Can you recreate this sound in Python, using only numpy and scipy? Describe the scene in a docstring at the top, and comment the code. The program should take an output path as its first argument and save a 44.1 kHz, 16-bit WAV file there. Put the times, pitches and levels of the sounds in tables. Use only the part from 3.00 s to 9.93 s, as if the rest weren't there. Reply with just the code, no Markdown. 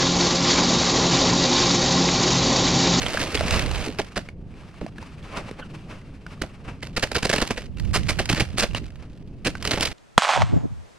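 """Breaking ice on a kayak

Calm open water, a body-worn stereo microphone close to a soft cooler. A plastic bag of ice is dragged
across it, a sleeve rustles as the arm fetches a pick, then stab after stab cracks the ice, shakes the
film and knocks cubes together. Water laps the hull and a breeze buffets the microphone ports."""
import sys
import numpy as np
from scipy import signal
from scipy.fft import rfft, irfft, next_fast_len
from scipy.io import wavfile
from scipy.ndimage import map_coordinates

SR = 44100
rng = np.random.default_rng(int(sys.argv[2]) if len(sys.argv) > 2 else 0)


def materialize(psi):
    """Save the field psi as 16-bit PCM at rate SR to the path in sys.argv[1].

    A 1-D psi becomes a single channel; in a 2-D psi each row is a channel.
    """
    bounded = np.clip(np.atleast_2d(psi).T, -1, 1)
    quanta = np.round(bounded * 32767).astype(np.int16)
    wavfile.write(sys.argv[1], SR, quanta)


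N = 305613

# Rustle of the bag, dragged in two pulls over the cooler's lining: time_s, level_db
DRAG_RUSTLE = [(0, -34), (0.22, -32.5), (0.33, -37), (0.56, -28), (0.66, -37), (0.86, -34.5), (0.93, -49),
               (1.26, -53.5), (1.34, -72.5)]
# Rustle of the bag as the pick works about between stabs: time_s, level_db
PICK_RUSTLE = [(3.5, -106), (3.87, -45), (4.1, -76), (4.4, -40.5), (4.66, -47), (4.71, -91), (4.78, -49),
               (5.42, -46), (5.95, -57), (6.4, -65), (6.72, -37), (6.93, -41)]
# Rustle of the sleeve while the arm is away: time_s, level_db
SLEEVE_RUSTLE = [(1.38, -73.5), (1.52, -56), (1.74, -48.5), (1.92, -54.5), (3.1, -55), (3.22, -62.5),
                 (3.35, -53), (3.7, -62), (3.82, -70)]
# Arm and pick scrape the gear: middle_s, length_s, level_db
SCRAPES = [(2.375, 0.091, -31.5), (2.493, 0.016, -38), (2.598, 0.038, -37.5), (2.929, 0.056, -39),
           (3.684, 0.097, -40), (6.029, 0.038, -43.5)]
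# Breeze at the microphone: time_s, level_db
GUSTS = [(0.0, -27), (0.3, -39.5), (0.42, -24.5), (0.7, -23), (0.96, -40.5), (3.4, -44), (4.64, -36.5),
         (4.9, -21.5), (5.75, -31), (6.05, -41), (6.93, -34)]
# Two hard pieces meet: start_s, level_db, pitch_hz
HARD_CONTACTS = [(0.064, -17, 3150), (0.147, -16, 600), (0.173, -14, 1645), (0.374, -18.5, 3380),
                 (0.409, -10, 626), (1.288, -29.5, 2210), (1.864, -24.5, 666), (1.983, -30, 1690),
                 (2.027, -30.5, 900), (2.512, -23, 424), (3.265, -29.5, 1470), (4.772, -37, 2750),
                 (5.711, -37, 2760), (5.748, -15.5, 2820), (6.553, -24, 1530)]
# Ice cracks, or ice and gear get bumped: start_s, length_s, crack_db, knock_db
CRUNCH_HITS = [(0.198, .032, -30.5, -30.5), (0.345, 0.013, -22, -24.5), (0.527, 0.016, -28.5, -26),
               (0.986, 0.017, -27, -22), (1.158, 0.025, -28, -26.5), (1.812, 0.003, -38, -22.5),
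               (2.37, 0.0041, -30, -29.5), (3.415, 0.0068, -25, -23.5), (3.434, .007, -38, -27),
               (3.825, 0.012, -33, -36.5), (3.964, 0.017, -24, -25), (4.024, .018, -21.5, -22),
               (4.115, 0.0055, -25.5, -27), (4.145, 0.029, -22.5, -24.5), (4.227, 0.0062, -22.5, -21.5),
               (4.246, 0.014, -22.5, -22), (4.292, 0.013, -21, -21.5), (4.327, 0.016, -21, -21),
               (4.36, .004, -22, -25), (4.38, 0.0093, -24, -22.5), (4.401, 0.0042, -26.5, -27),
               (4.414, 0.014, -22.5, -18.5), (4.501, 0.0043, -44, -25), (4.506, 0.0057, -23, -20),
               (4.572, 0.012, -30, -30), (4.933, 0.04, -22.5, -27.5), (5.084, 0.027, -22.5, -26.5),
               (5.187, 0.016, -22.5, -22), (5.291, .013, -20.5, -23), (5.327, 0.0046, -21, -22),
               (5.358, 0.033, -29.5, -32), (5.397, 0.016, -20, -21), (5.583, 0.0022, -16.5, -27.5),
               (5.589, 0.022, -21.5, -38), (5.617, .027, -23.5, -23), (5.755, 0.029, -33.5, -42.5),
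               (6.446, 0.037, -24, -24.5), (6.65, 0.0054, -22, -25.5), (6.673, 0.0048, -21.5, -27),
               (6.708, 0.01, -21, -24.5), (6.73, 0.012, -25.5, -22.5), (6.774, 0.0027, -26.5, -18.5),
               (6.808, 0.0023, -17.5, -28), (6.82, 0.018, -23.5, -29.5), (6.851, 0.0099, -22.5, -34.5)]
# Low hollow thuds on cooler or hull: start_s, level_db, pitch_hz
HOLLOW_THUDS = [(0.435, -15.5, 146), (0.536, -18, 200), (0.639, -14.5, 149), (0.873, -16.5, 270),
                (1.827, -19.5, 195), (4.995, -18, 139), (5.317, -8, 146), (5.404, -10.5, 119),
                (5.543, -15.5, 120), (5.756, -21, 109), (5.815, -26.5, 248)]
# Single creases in the plastic flip over: start_s, level_db
CREASE_FLIPS = [(0.987, -24.5), (3.995, -24), (4.475, -21), (4.798, -29.5), (5.256, -22.5), (6.625, -22.5)]
# A scrape catches: middle_s, length_s, level_db, pitch_hz
CATCHES = [(2.347, 0.04, -37, 1070), (2.629, 0.024, -34, 1417)]

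# Spectrum of each source: frequency_hz, gain_db
FILM_SPECTRUM = [(400, -12), (950, -1.5), (2850, 2), (3400, -3.5), (4600, -3.5), (9500, -15.5),
                 (13500, -29), (15800, -73)]  # crinkling plastic
LOAD_SPECTRUM = [(40, 0), (130, -2), (350, -4), (620, -4.5), (1000, -16.5), (2200, -34), (9000, -108)]  # packed cubes and dull knocks
RASP_SPECTRUM = [(650, 0), (1200, 3), (1950, -1.5), (2700, 1), (3400, -7), (5000, -9), (7200, -17),
                 (9000, -17), (15800, -44)]  # cloth and hard contacts
HULL_SPECTRUM = [(25, -4), (170, -2.5), (600, -25.5), (15000, -107)]  # water on the hull
WIND_SPECTRUM = [(15, -3.5), (70, 8.5), (160, -2), (2000, -61)]  # eddies on the ports
CRACK_SPECTRUM = [(350, -4), (900, -2), (1650, 4), (2850, 3), (3400, -3), (4600, -2.5), (5700, -11),
                  (9600, -21), (15800, -47)]  # crunches
# Shading of the left microphone port: frequency_hz, left_minus_right_db
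PORT_SHADE = [(1300, -3), (2700, -.5), (3300, -3.5), (7000, -4.5), (12000, -11)]

CHUNK_HZ = 1656  # typical ring of a chunk that cracks and knocks equally hard


def amp(db):
    """Decibels to gain."""
    return 10 ** (np.asarray(db) / 20)


def unit(x):
    """Scale to rms 1."""
    return x / np.sqrt(np.mean(x ** 2) + 1e-20)


def along(points, hz):
    """Interpolate a spectrum on a log frequency axis."""
    frequency_hz, gain_db = np.transpose(points)
    return np.interp(np.log(hz + 1), np.log(frequency_hz + 1), gain_db)


def curve(rows):
    """Join (time_s, level_db) points into one level per sample."""
    return np.interp(np.arange(N) / SR, *np.transpose(rows))


def wobble(rate_hz):
    """A smooth random curve with rate_hz knots a second."""
    knots = rng.standard_normal(int(N * rate_hz / SR) + 4)
    return map_coordinates(knots, [np.arange(N) * rate_hz / SR])


def coloured(x, gain_db):
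    """Minimum-phase filter with the gain gain_db(hz), so nothing sounds before a blow."""
    n = x.shape[-1]
    m = 2 * next_fast_len(n // 2 + SR // 20)
    cepstrum = irfft(np.log(amp(gain_db(np.fft.rfftfreq(m, 1 / SR)))), m)
    fold = 1 + np.sign(m // 2 - np.arange(m)) * (np.arange(m) > 0)
    return irfft(rfft(x, m) * np.exp(rfft(cepstrum * fold)), m)[..., :n]


def shaped(x, spectrum):
    """Filter x by a spectrum and scale to rms 1."""
    return unit(coloured(x, lambda hz: along(spectrum, hz)))


def add(track, start_s, sound):
    """Mix a sound into a track."""
    room = track[:, max(round(start_s * SR), 0):][:, :sound.shape[-1]]
    room += sound[..., :room.shape[-1]]


def swell(middle_s, length_s, level_db, edge_db=12):
    """Gain of a stroke that swells to its middle and fades again."""
    return amp(level_db - edge_db * np.abs(np.arange(N) / SR - middle_s) / (length_s / 2))


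def snaps(times_s, sizes, n, t60_s, spread_us, lag_us=33.4, width=288):
    """Tiny bursts, each from its own spot and so with its own delay between the ports."""
    k = np.arange(width)
    bursts = rng.standard_normal((len(times_s), width)) * amp(-60 * k / SR / t60_s) * sizes[:, None]
    spectra = rfft(bursts, 2 * width)
    lag_s = (lag_us + spread_us * rng.standard_normal((len(times_s), 1))) * 1e-6
    half_delay = np.exp(-1j * np.pi * lag_s * np.fft.rfftfreq(2 * width, 1 / SR))
    ports = [np.roll(irfft(spectra * shift), width // 16, axis=1)[:, :width]
             for shift in (half_delay, half_delay.conj())]
    where = ((times_s * SR).astype(int)[:, None] + k).ravel()
    return np.array([np.bincount(where, port.ravel(), n)[:n] for port in ports])


def agitation(drag_db=-2.5, shake_db=-12, tighten_db_per_s=1391, settle_db_per_s=357):
    """The film's rustle in dB: drag, pick, and a tightening before and settling after each crunch."""
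    t = np.arange(N) / SR
    power = amp(curve(DRAG_RUSTLE) + drag_db) ** 2 + amp(curve(PICK_RUSTLE)) ** 2
    for start_s, length_s, crack_db, _ in CRUNCH_HITS:
        near = slice(max(int((start_s - .5) * SR), 0), int((start_s + .5) * SR))
        before_db = tighten_db_per_s * (start_s + length_s / 2 - t[near])
        after_db = settle_db_per_s * (t[near] - start_s - length_s)
        fall_db = np.maximum(before_db, after_db).clip(min=0)
        power[near] += amp(crack_db + shake_db - fall_db) ** 2
    return 10 * np.log10(power)


def bag(clink_db=-6.5, load_db=-1, buckle_db=4.5, hard_db=-32, crisp_db=5):
    """The film buckles in snaps, denser and brighter when moved hard; the cubes slide and clink."""
    rustle_db = agitation()
    force = 1 / (1 + amp(hard_db - rustle_db) ** 2)
    folds = rng.integers(0, N, N // 32)
    sizes = amp(buckle_db * np.minimum(rng.exponential(size=len(folds)), 4.5))
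    buckles = rng.random(len(folds)) < force[folds] ** .25
    film = shaped(snaps(folds / SR, sizes * buckles, N, t60_s=0.021, spread_us=12.4), FILM_SPECTRUM)
    taut = coloured(film, lambda hz: crisp_db * hz ** 2 / (hz ** 2 + 3000 ** 2))
    crinkle = film + force * (taut - film)
    cubes = amp(clink_db) * np.sqrt(force) * clinks() + amp(load_db) * tumble()
    return amp(rustle_db) * (crinkle + cubes)


def ring(pitch_hz, t60_s=0.022, rasp_db=-21, rasp_t60_s=0.02):
    """One contact between hard pieces: a dull rasp and a note that dies at once."""
    t = np.arange(SR // 20) / SR
    rasp = shaped(rng.standard_normal(len(t)) * amp(-60 * t / rasp_t60_s), RASP_SPECTRUM)
    note = np.sin(2 * np.pi * pitch_hz * t) * amp(-60 * t / t60_s)
    return note + amp(rasp_db) * np.sqrt(pitch_hz / CHUNK_HZ) * rasp


def clinks(count=400, low_hz=750, octaves=2.2, range_db=21):
    """Loose cubes touch at random; each rings briefly at its own pitch."""
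    track = np.zeros((1, N))
    for when, pitch, size in rng.random((count, 3)):
        add(track, when * N / SR, amp(range_db * size) * ring(low_hz * 2 ** (octaves * pitch)))
    return unit(track)


def tumble(lumps_db=3.5):
    """Packed cubes roll over each other in dull lumps."""
    return shaped(rng.standard_normal(N) * amp(lumps_db * np.tanh(wobble(90))), LOAD_SPECTRUM)


def fabric(drag_db=-3, flutter_db=3, load_db=-2, clink_db=-7, press_db=-8, press_hz=3300):
    """Lining and sleeve rustle finely, duller where a scrape presses; nudged cubes roll and clink."""
    drag = amp(curve(DRAG_RUSTLE))
    sleeve = amp(curve(SLEEVE_RUSTLE) + 2.6 * wobble(12))
    scrape = sum(swell(*stroke) for stroke in SCRAPES)
    fibres = shaped(rng.standard_normal(N) + rng.standard_normal((2, N)) / 2, RASP_SPECTRUM)
    pressed = coloured(fibres, lambda hz: press_db * hz ** 2 / (hz ** 2 + press_hz ** 2))
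    rustle = amp(flutter_db * wobble(60)) * ((amp(drag_db) * drag + sleeve) * fibres + scrape * pressed)
    rolling = (drag + sleeve + scrape) * amp(load_db) * tumble()
    return rustle * amp([[1.8], [-1.8]]) + rolling + amp(clink_db) * sleeve * clinks()


def water(level_db=-41):
    """Small waves murmur against the hollow hull."""
    lapping = amp(level_db + 3.1 * np.tanh(wobble(11)))
    return lapping * shaped(rng.standard_normal(N), HULL_SPECTRUM)


def breeze(gain_db=-2, calm_db=-42):
    """Eddies hit each microphone port separately, the right one harder, and fade in the lulls."""
    gust_db = curve(GUSTS)
    eddies = rng.standard_normal((2, N)) * amp(4 * np.tanh([wobble(39), wobble(39)]))
    gust = amp(gust_db + gain_db) / (1 + amp(calm_db - gust_db) ** 2)
    return gust * shaped(eddies, WIND_SPECTRUM) * amp([[-8], [3]])


def clacks():
    """Single hard pieces knock together, each at its own pitch."""
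    track = np.zeros((1, N))
    for start_s, level_db, pitch_hz in HARD_CONTACTS:
        add(track, start_s, amp(level_db) * ring(pitch_hz))
    return track


def crack(length_s, bright_db, ring_hz, n, rate_hz=900, scatter_db=3, ring_db=5, width_hz=300):
    """A run of fine snaps builds up and spends itself; the struck piece rings briefly."""
    count = 1 + int(length_s * rate_hz)
    step = np.arange(count)
    times_s = (step + rng.uniform(-.5, .5, count) * (step > 0)) * length_s / count
    arch = np.sin(np.pi * (step + 1) / (count + 2)) ** .5
    sizes = amp(scatter_db * rng.standard_normal(count)) * arch
    run = snaps(times_s, sizes, n, t60_s=0.0067, spread_us=21.3)
    chunk = lambda hz: ring_db / (1 + ((hz - ring_hz) / width_hz) ** 2)
    shelf = lambda hz: bright_db * hz ** 4 / (hz ** 4 + 4500 ** 4)
    return unit(coloured(run, lambda hz: along(CRACK_SPECTRUM, hz) + chunk(hz) + shelf(hz)))


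def knock(length_s, n, t60_s=0.049, blow_db=-3.5, boom_db=5, boom_hz=500):
    """Ice or gear grinds briefly and lands one solid blow; each knock booms at its own pitch."""
    t = np.arange(n) / SR
    envelope = np.minimum(2 * t / length_s, 1) * amp(-60 * np.maximum(t - length_s, 0) / t60_s)
    push = rng.standard_normal(n) * envelope
    blow_at = int(length_s * SR * rng.uniform(.5, 1))
    push[blow_at] -= amp(blow_db) * np.linalg.norm(push)
    pitch_hz = boom_hz * 2 ** rng.uniform(-1.105, 1)
    boom = lambda hz: boom_db / (1 + (10 * (hz / pitch_hz - 1)) ** 2)
    return unit(coloured(push, lambda hz: along(LOAD_SPECTRUM, hz) + boom(hz)))


def crunches(db_per_octave=10, scatter_octaves=0.39):
    """Ice cracks, or ice and gear get bumped: a crunch over a dull knock; lighter pieces ring higher."""
    track, n = np.zeros((2, N)), SR // 10
    for start_s, length_s, crack_db, knock_db in CRUNCH_HITS:
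        lightness_db = crack_db - knock_db
        bright_db = 0.66 * (crack_db + 38.5) + 0.4 * lightness_db  # hard hits and chips are brighter
        ring_hz = CHUNK_HZ * 2 ** (lightness_db / db_per_octave + scatter_octaves * rng.standard_normal())
        sound = amp(crack_db) * crack(length_s, bright_db, ring_hz, n)
        sound += amp(knock_db) * knock(length_s, n)
        add(track, start_s, sound * np.sqrt(length_s * SR / n))
    return track


def thuds(attack_s=0.0014, t60_s=0.03, upper_ratio=1.6, upper_db=-5, second_s=0.017, second_db=0.5):
    """Cooler or hull booms in two low modes: a hollow thud with a quick second bump."""
    track, t = np.zeros((1, N)), np.arange(SR // 4) / SR
    envelope = (1 - np.exp(-t / attack_s)) * amp(-60 * t / t60_s)
    for start_s, level_db, pitch_hz in HOLLOW_THUDS:
        for delay_s, gain_db in (0, 0), (second_s, second_db):
            lower = np.sin(2 * np.pi * pitch_hz * t)
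            upper = amp(upper_db) * np.sin(2 * np.pi * (upper_ratio * pitch_hz * t + rng.uniform()))
            add(track, start_s + delay_s, amp(level_db + gain_db) * envelope * (lower + upper))
    return track


def creases(gain_db=2, tilt_db=3):
    """A crease flips with one dry snap, brighter than the steady rustle."""
    start_s, level_db = np.transpose(CREASE_FLIPS)
    pops = snaps(start_s, amp(level_db + gain_db), N, t60_s=0.02, spread_us=15, lag_us=32)
    return coloured(pops, lambda hz: along(FILM_SPECTRUM, hz) + tilt_db * np.log2(1 + hz / 2000))


def squeaks(roughness=0.089, octave_db=-7):
    """A scrape catches and slips at an unsteady rate: a hoarse note and its octave."""
    track = np.zeros(N)
    for middle_s, length_s, level_db, pitch_hz in CATCHES:
        phase = 2 * np.pi * np.cumsum(pitch_hz * (1 + roughness * wobble(600))) / SR
        note = np.sin(phase) + amp(octave_db) * np.sin(2 * phase)
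        track += swell(middle_s, length_s, level_db) * note
    return track


def reflections(x, t60_s=0.23, wet_db=-15.5):
    """The nearby cooler walls and deck scatter a very short tail."""
    t = np.arange(SR // 8) / SR
    scatter = rng.standard_normal((2, len(t))) * amp(-60 * t / t60_s) * (t > .002)
    tail = unit(scatter) / np.sqrt(len(t))
    return x + amp(wet_db) * signal.fftconvolve(x, tail, axes=1)[:, :N]


def scene():
    """On the kayak, the cooler lies close on the microphone's right, so the left port is shaded."""
    close = reflections(crunches() + creases() + clacks() + thuds() + bag() + fabric() + squeaks())
    left = coloured(close[0], lambda hz: along(PORT_SHADE, hz) / 2)
    right = coloured(close[1], lambda hz: -along(PORT_SHADE, hz) / 2)
    return np.array([left, right]) + water() + breeze()


def record(dry, top_hz=16000):
    """The body camera keeps nothing above its band limit."""
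    m = next_fast_len(N + SR // 2)
    passband = np.fft.rfftfreq(m, 1 / SR) < top_hz
    return irfft(rfft(dry, m) * passband, m)[:, :N]


dry = scene()
out = record(dry)
materialize(out)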